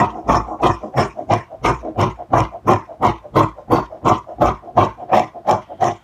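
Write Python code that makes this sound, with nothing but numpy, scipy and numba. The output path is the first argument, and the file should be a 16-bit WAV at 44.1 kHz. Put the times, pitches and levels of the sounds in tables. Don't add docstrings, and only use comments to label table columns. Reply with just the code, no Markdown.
import sys
import numpy as np
from scipy import signal
from scipy.fft import rfft, irfft
from scipy.io import wavfile
from scipy.ndimage import uniform_filter1d, minimum_filter1d
from numba import njit

SR = 44100
rng = np.random.default_rng(int(sys.argv[2]) if len(sys.argv) > 2 else 0)


def to_wav(s):
    ch = np.atleast_2d(s).T
    pcm = np.round(np.clip(ch, -1, 1) * 32767)
    wavfile.write(sys.argv[1], SR, pcm.astype(np.int16))


def natural_amplitude(level_db):
    exponent = np.asarray(level_db, float) / 20
    return 10 ** exponent


N = 266035

# blades bite [t/s], full force lasts [s], board, upper board, table frame [level/dB]
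CUTS = [(-.055, .055, -10, -10, -20), (0.2798, 0.052, -13.5, -10.5, -21),
        (0.6215, 0.044, -16.5, -14, -23.5), (0.9628, 0.035, -16, -20, -23.5),
        (1.2965, 0.02, -11, -18.5, -19.5), (1.637, 0.032, -19.5, -14.5, -21), (1.98, 0.036, -16, -15, -17),
        (2.33, .045, -12.5, -14.5, -17.5), (2.67, 0.04, -14, -14, -20), (3.018, 0.032, -15.5, -13, -19.5),
        (3.352, 0.035, -13, -11.5, -18), (3.706, 0.032, -14.5, -15, -21), (4.051, 0.046, -13.5, -12.5, -23),
        (4.4078, 0.039, -11, -11, -23), (4.7665, 0.046, -13, -16.5, -21), (5.1197, .055, -10, -21, -28),
        (5.4756, 0.03, -7.5, -20, -26), (5.8098, 0.049, -10.5, -26.5, -28)]
# shanks, legs rocking, low board, first touch of the fold [level/dB]
GRIP = [(-36, -25, -13, -60), (-31.5, -24.5, -14.5, -33), (-32, -29.5, -17.5, -27), (-39, -37, -18, -24),
        (-76, -48, -19.5, -50), (-38, -26, -15.5, -36), (-32.5, -28.5, -16, -31), (-56, -24, -17.5, -35.5),
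        (-37, -33, -13.5, -49), (-28.5, -32, -17.5, -43), (-30.5, -29.5, -16, -52), (-32.5, -28, -14, -34),
        (-33.5, -39, -15.5, -29.5), (-28, -22.5, -17, -31), (-29, -30, -19.5, -41), (-30.5, -39, -21, -22),
        (-34.5, -43, -21, -29), (-33, -41, -22.5, -38)]
# centre [f/Hz], width [Hz], [level/dB]
FRAME = [(108.4, 26.9, 4), (150.8, 96, -1.5), (186, 32, 0)]
LOW_BOARD = [(219, 15.3, -2), (328.6, 22.4, 2), (375.4, 25, 0), (437, 100, -6.5)]
BOARD = [(582.5, 42, -1.5), (630.3, 40.7, 0), (720, 74, 0.5), (829.5, 33.6, -1.5)]
UPPER_BOARD = [(922, 62, -2), (1039, 58.7, 0.5), (1148, 53.4, -2.5), (1294, 128, -13)]
# centre [f/Hz], width [Hz], [level/dB]
HANDLES = [(1510, 164, 5), (1906, 200, 8), (2050, 218, 7.5), (2334, 110, 7), (2713, 293, -2)]
SHANKS = [(3070, 370, 4), (3510, 490, -1.5), (3654, 180, 1), (4480, 980, -20.5)]
BLADES = [(5330, 180, 5), (5950, 620, 0.5), (6905, 660, -1), (8750, 1540, -16)]
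EDGES = [(8500, 260, -5), (11260, 3300, -10.5), (13400, 1200, -4)]


def level(x, db):
    return x * natural_amplitude(db) / np.sqrt(np.mean(x ** 2))


@njit
def svf(x, hz, width):
    out, band, low = np.empty(len(x)), 0., 0.
    for i in range(len(x)):
        g, damping = np.tan(np.pi * hz[i] / SR), width / hz[i]
        v = (band + g * (x[i] - low)) / (1 + g * (g + damping))
        band = 2 * v - band
        low = low + 2 * g * v
        out[i] = damping * v
    return out


def soft(x, hz):
    return signal.sosfilt(signal.butter(2, min(hz, SR / 3), fs=SR, output="sos"), x)


def walk(rate):
    held = int(SR / rate)
    steps = np.repeat(rng.standard_normal(N // held + 1), held)
    return 1.356 * uniform_filter1d(uniform_filter1d(steps, held), held)[:N]


def response(modes, x, wander=0., clump_db=0.):
    out = 0
    for k, (hz, width, db) in enumerate(modes):
        caught = x * natural_amplitude(clump_db * walk(45))
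        mode = svf(caught, hz * (1 + wander * walk(6)), 1. * width)
        out = out + (-1) ** k * natural_amplitude(db) * mode
    return out


def ring(modes, force, db, wander=0.033, clump_db=0.):
    steady = response(modes, rng.standard_normal(N))
    return response(modes, force * natural_amplitude(db), wander, clump_db) / np.std(steady)


def strokes(starts):
    t = np.arange(N) / SR
    stroke = np.clip(np.searchsorted(starts - .065, t) - 1, 0, None)
    return stroke, t - starts[stroke]


def effort(since, hold, shape):
    full, rise, sag, longer, fall = shape
    held = np.maximum(hold + longer, 0)
    late = since - full
    loss = rise * np.maximum(-late, 0) + sag * np.clip(late, 0, held) + fall * np.maximum(late - held, 0)
    return -np.minimum(loss, 80)


def snaps(rate, scatter_db, patchy_db, fuzz):
    parted = rng.random(N) < rate / SR
    size = natural_amplitude(scatter_db * np.minimum(rng.exponential(size=N), 3.5))
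    clicks = parted * size * np.sign(rng.standard_normal(N))
    force = level(clicks, 0) + fuzz * rng.standard_normal(N)
    return level(force * natural_amplitude(patchy_db * walk(90)), 0)


def room_floor():
    # [f/Hz], density [level/dB per Hz]
    room = [(18, -44), (30, -10), (113, 2), (448, -19), (716, -9), (1030, -13), (1970, -27), (15000, -46)]
    f = np.fft.rfftfreq(N, 1 / SR) + 1
    hz, db = np.transpose(room)
    colour = natural_amplitude(np.interp(np.log(f), np.log(hz), db))
    return level(irfft(rfft(rng.standard_normal(N)) * colour, N), -51.5)


def rustle():
    # start [t/s], end [t/s], centre [f/Hz], width [Hz], [level/dB]
    brushes = [
        (5.56, 6.1, 3150, 150, -64.),
        (5.61, 6.1, 1950, 200, -65),
        (5.66, 6.1, 1400, 120, -63.),
        (.05, 1.3, 6200, 1200, -79),
    ]
    t, out = np.arange(N) / SR, 0
    for start, end, hz, width, db in brushes:
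        gate = uniform_filter1d(1. * ((t >= start) & (t <= end)), size=4000)
        band = svf(rng.standard_normal(N), np.full(N, 1. * hz), 1. * width)
        out = out + gate * level(band, db) * natural_amplitude(3.0 * walk(4.2))
    return out


def sliding():
    # full speed [t/s], lasts [s], scrape [level/dB], pitch [f/Hz], low board minus scrape [dB]
    slides = [(0.154, 0.036, -29.5, 760, -1.5), (0.485, .04, -26.5, 804, -7.5),
              (0.835, 0.027, -27.5, 638, -5.5), (1.182, 0.023, -24, 678, -8.5),
              (1.519, 0.025, -31, 664, -15), (1.847, 0.035, -24, 664, -5), (2.195, 0.027, -27, 692, -17.5),
              (2.537, 0.022, -27.5, 693, -18.5), (2.902, 0.029, -29.5, 650, -21),
              (3.242, 0.028, -31, 593, -20), (3.583, 0.023, -30, 584, -26), (3.921, .04, -29.5, 633, -13),
              (4.293, 0.032, -27, 647, -20), (4.646, 0.048, -30, 697, -11), (5.003, 0.03, -24, 706, -12),
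              (5.361, 0.022, -29, 684, -9), (5.713, 0.015, -25.5, 643, -17)]
    # [t/s], upper board minus scrape [level/dB]
    from_edge = [
        (.1, -8.5),
        (.75, -7),
        (1.2, -23.5),
        (3.1, -30),
        (3.6, -18.5),
        (5.8, -36.5),
    ]
    # full after start [t/s], rise [dB/s], sag [dB/s], held longer [s], fall [dB/s]
    scrape_shape = (0.001, 780, 57, 0.00082, 730)
    board_shape = (0.00089, 440, 21, 0.0095, 330)
    stroke, since = strokes(np.array(slides)[:, 0])
    _, hold, full_db, hz, low = np.array(slides)[stroke].T
    scrape_db = full_db + effort(since, hold, scrape_shape)
    board_db = full_db + effort(since, hold, board_shape)
    upper = np.interp(np.arange(N) / SR, *np.transpose(from_edge))
    rub = snaps(500., 0.8, 1.6, 0.74)
    hiss = rng.standard_normal(N)
    width = 81.0
    narrow = svf(rub * natural_amplitude(scrape_db), hz, width)
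    scrape = svf(narrow, hz, 3.7 * width) * np.sqrt(SR / np.pi / width)
    board = ring(UPPER_BOARD, rub, board_db + upper - .1)
    board += ring(BOARD, rub, board_db + 0.8 * upper + 2.0)
    board += ring(LOW_BOARD, rub, board_db + low - .1)
    board += ring(FRAME, rub, board_db + low - 12.0)
    steel = ring(HANDLES + SHANKS, hiss, board_db - 38.0)
    steel += ring(BLADES, hiss, board_db + 0.64 * upper - 30.5)
    return soft(1.1 * scrape + board, 1300.0) + steel


def impulses(events, gain_db):
    force = np.zeros(N)
    s, db = np.transpose(events)
    force[(s * SR).astype(int)] = natural_amplitude(db + gain_db)
    return force


def jolts():
    # [t/s], peak [level/dB]
    seams = [(0.288, -4), (0.635, 9), (0.658, 19.5), (0.968, -7), (1.303, 0), (1.319, -3), (1.647, 12),
             (1.985, -12), (2.03, -4), (2.335, 16.5), (2.672, 3), (2.684, -2), (3.03, -15), (3.358, -13),
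             (3.406, 11), (3.709, -13), (3.782, 12), (4.047, -6), (4.06, -8), (4.41, -1), (4.463, -9),
             (4.776, 18.5), (5.096, -29), (5.123, -15), (5.132, 15.5), (5.48, -10), (5.492, 5),
             (5.819, -14), (5.867, 7)]
    # [t/s], peak [level/dB]
    ticks = [(0.3555, -21.5), (0.6818, -25), (0.9963, -19), (1.336, -14.5), (1.6985, -34), (1.746, -34),
             (2.0136, -14), (2.363, -42), (2.4035, -15.5), (2.734, -20), (3.067, -19), (3.4044, -31),
             (3.779, -33), (4.0925, -36), (4.4598, -20.5), (4.849, -24), (5.1801, -20), (5.195, -16),
             (5.4947, -20), (5.5106, -12), (5.8237, -35), (5.842, -18), (5.8693, -26)]
    push = impulses(seams, 18.)
    body = response(BOARD + UPPER_BOARD, push, 0.034) + natural_amplitude(-35.0) * response(HANDLES, push, 0.027)
    burst = rng.standard_normal(200) * np.exp(-np.arange(200) / 52.0)
    tick = np.convolve(impulses(ticks, 8.), burst)[:N] / 2.2
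    steel = response(BLADES, tick) + natural_amplitude(-13.5) * response(EDGES, tick)
    steel += natural_amplitude(-3.0) * response(SHANKS + HANDLES, tick)
    return soft(body, 1640.0) + steel


def cut_table(threads, stroke, since):
    # full after bite [t/s], rise [dB/s], sag while held [dB/s], held longer [s], fall [dB/s]
    board_shape = (0.0045, 1330, 32, 0.009, 392)
    upper_shape = (0.0083, 1470, 13.3, 0.0069, 246)
    low_shape = (0.013, 840, 143, 0.018, 336)
    frame_shape = (.001, 740, 14, 0.034, 384)
    touch_shape = (0.0015, 950, 100, 0.011, 900)
    set_down_shape = (0.001, 1500, 50, .015, 700)
    # [t/s], frame [level/dB]
    set_down = [
        (1.63, -30),
        (2.318, -24),
        (2.658, -22),
        (3.342, -24),
        (4.036, -19),
        (4.388, -18),
        (4.752, -23.5),
    ]
    # centre [f/Hz], width [Hz], [level/dB]
    legs = [(54.6, 7.6, 0)]
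    _, hold, board_db, upper_db, frame_db = np.array(CUTS)[stroke].T
    _, rock_db, low_db, touch_db = np.array(GRIP)[stroke].T
    touch_db = touch_db + effort(since + 0.023, 0, touch_shape)
    board_db = np.maximum(board_db + effort(since, hold, board_shape), touch_db)
    down, since_down = strokes(np.array(set_down)[:, 0])
    down_db = np.array(set_down)[down, 1] + effort(since_down, 0, set_down_shape)
    frame_db = np.maximum(frame_db + effort(since, hold, frame_shape), down_db)
    rock_db = rock_db - np.minimum(3.3 * ((since - .05) / 0.041) ** 2, 60)
    table = ring(BOARD, threads, board_db)
    table += ring(UPPER_BOARD, threads, upper_db + effort(since, hold, upper_shape))
    table += ring(FRAME, threads, frame_db, wander=0.027)
    table += ring(legs, threads, rock_db)
    table += ring(LOW_BOARD, threads, 2.5 + low_db + effort(since, hold, low_shape))
    return soft(table, 1800.0)


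def cut_steel(threads, fine, stroke, since):
    # blades [level/dB], handle ring [level/dB], [f/Hz], edge [level/dB], [f/Hz]
    colour = [(-41, -15.5, 2410, -52, 10700), (-37, -17.5, 1770, -46, 10240),
              (-34.5, -16, 2510, -46.5, 17000), (-35, -19.5, 1700, -47, 11200),
              (-39, -15.5, 2375, -60, 9560), (-35, -15.5, 2130, -47, 11100), (-40, -20, 2030, -48, 13000),
              (-39.5, -15.5, 2350, -52.5, 18000), (-37.5, -19, 2430, -45, 10000),
              (-41.5, -20.5, 2230, -44, 6300), (-42.5, -22.5, 2330, -44, 12000),
              (-42, -21, 4500, -42, 13000), (-40.5, -23.5, 2060, -48.5, 9940),
              (-39.5, -19, 1500, -48.5, 12000), (-41, -17.5, 1900, -52, 13000),
              (-42, -21.5, 1950, -46, 14350), (-40.5, -21.5, 2370, -50, 13600),
              (-37.5, -22.5, 2264, -55, 16000)]
    # full after bite [t/s], rise [dB/s], sag while held [dB/s], held longer [s], fall [dB/s]
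    handle_shape = (.013, 1300, 50, .015, 225)
    shank_shape = (.015, 1300, 80, .008, 260)
    blade_shape = (.03, 430, 40, -.012, 265)
    edge_shape = (.012, 1400, 90, -.004, 370)
    hold = np.array(CUTS)[stroke, 1]
    shank_db = np.array(GRIP)[stroke, 0]
    blade_db, handle_db, handle_hz, edge_db, edge_hz = np.array(colour)[stroke].T
    mixed = 0.48 * threads + 0.64 * fine
    grip_db = effort(since, hold, handle_shape)
    handles = ring(HANDLES, mixed, 0.61 * handle_db - 17.5 + grip_db, clump_db=3.5)
    handles += svf(mixed * natural_amplitude(handle_db + 8.0 + 1.33 * grip_db), handle_hz, 84.0)
    shanks = ring(SHANKS, mixed, shank_db - 7.0 + effort(since, hold, shank_shape), clump_db=5.0)
    edge_force = fine * natural_amplitude(edge_db - 7.0 + effort(since, hold, edge_shape))
    rising_hz = edge_hz * (1 + .6 * np.clip(since - .015, -.03, .06))
    edges = ring(EDGES, edge_force, 1.7, clump_db=4.5) + 3.6 * svf(edge_force, rising_hz, 1100.)
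    before_bite_db = 1300 * np.maximum(-since, 0)
    blade_db = blade_db + effort(since, hold, blade_shape) - before_bite_db
    blades = ring(BLADES, fine + 0.12 * threads, blade_db - 1.5, wander=.018, clump_db=3.5)
    return soft(handles + shanks, 5500.) + blades + edges


def cutting():
    stroke, since = strokes(np.array(CUTS)[:, 0])
    threads = snaps(900., 2.5, 1.22, 0.44)
    fine = snaps(2500., 0.79, 2.82, 0.94)
    return cut_table(threads, stroke, since) + cut_steel(threads, fine, stroke, since)


def scene():
    near = cutting() + jolts() + sliding()
    t60_s, tail_db = 0.15, -11
    t = np.arange(SR // 2) / SR
    tail = rng.standard_normal(len(t)) * np.exp(-np.log(1000) * t / t60_s) * (t > .005)
    wet = soft(signal.fftconvolve(near, tail / np.linalg.norm(tail))[:N], 8000.0)
    return (near + natural_amplitude(tail_db) * wet + rustle() + room_floor())[None]


def low_pass(x):
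    return signal.sosfilt(signal.butter(12, 15740, fs=SR, output="sos"), x)


def record(dry):
    x = signal.sosfilt(signal.butter(3, 38., "highpass", fs=SR, output="sos"), dry)
    room_left = np.minimum(1, .97 / (np.abs(x) + 1e-9))
    x = x * uniform_filter1d(minimum_filter1d(room_left, size=129), size=129)
    x = signal.sosfilt(signal.ellip(8, .2, 60, 15450, fs=SR, output="sos"), x)
    return low_pass(x)


dry = scene()
out = record(dry)
to_wav(out)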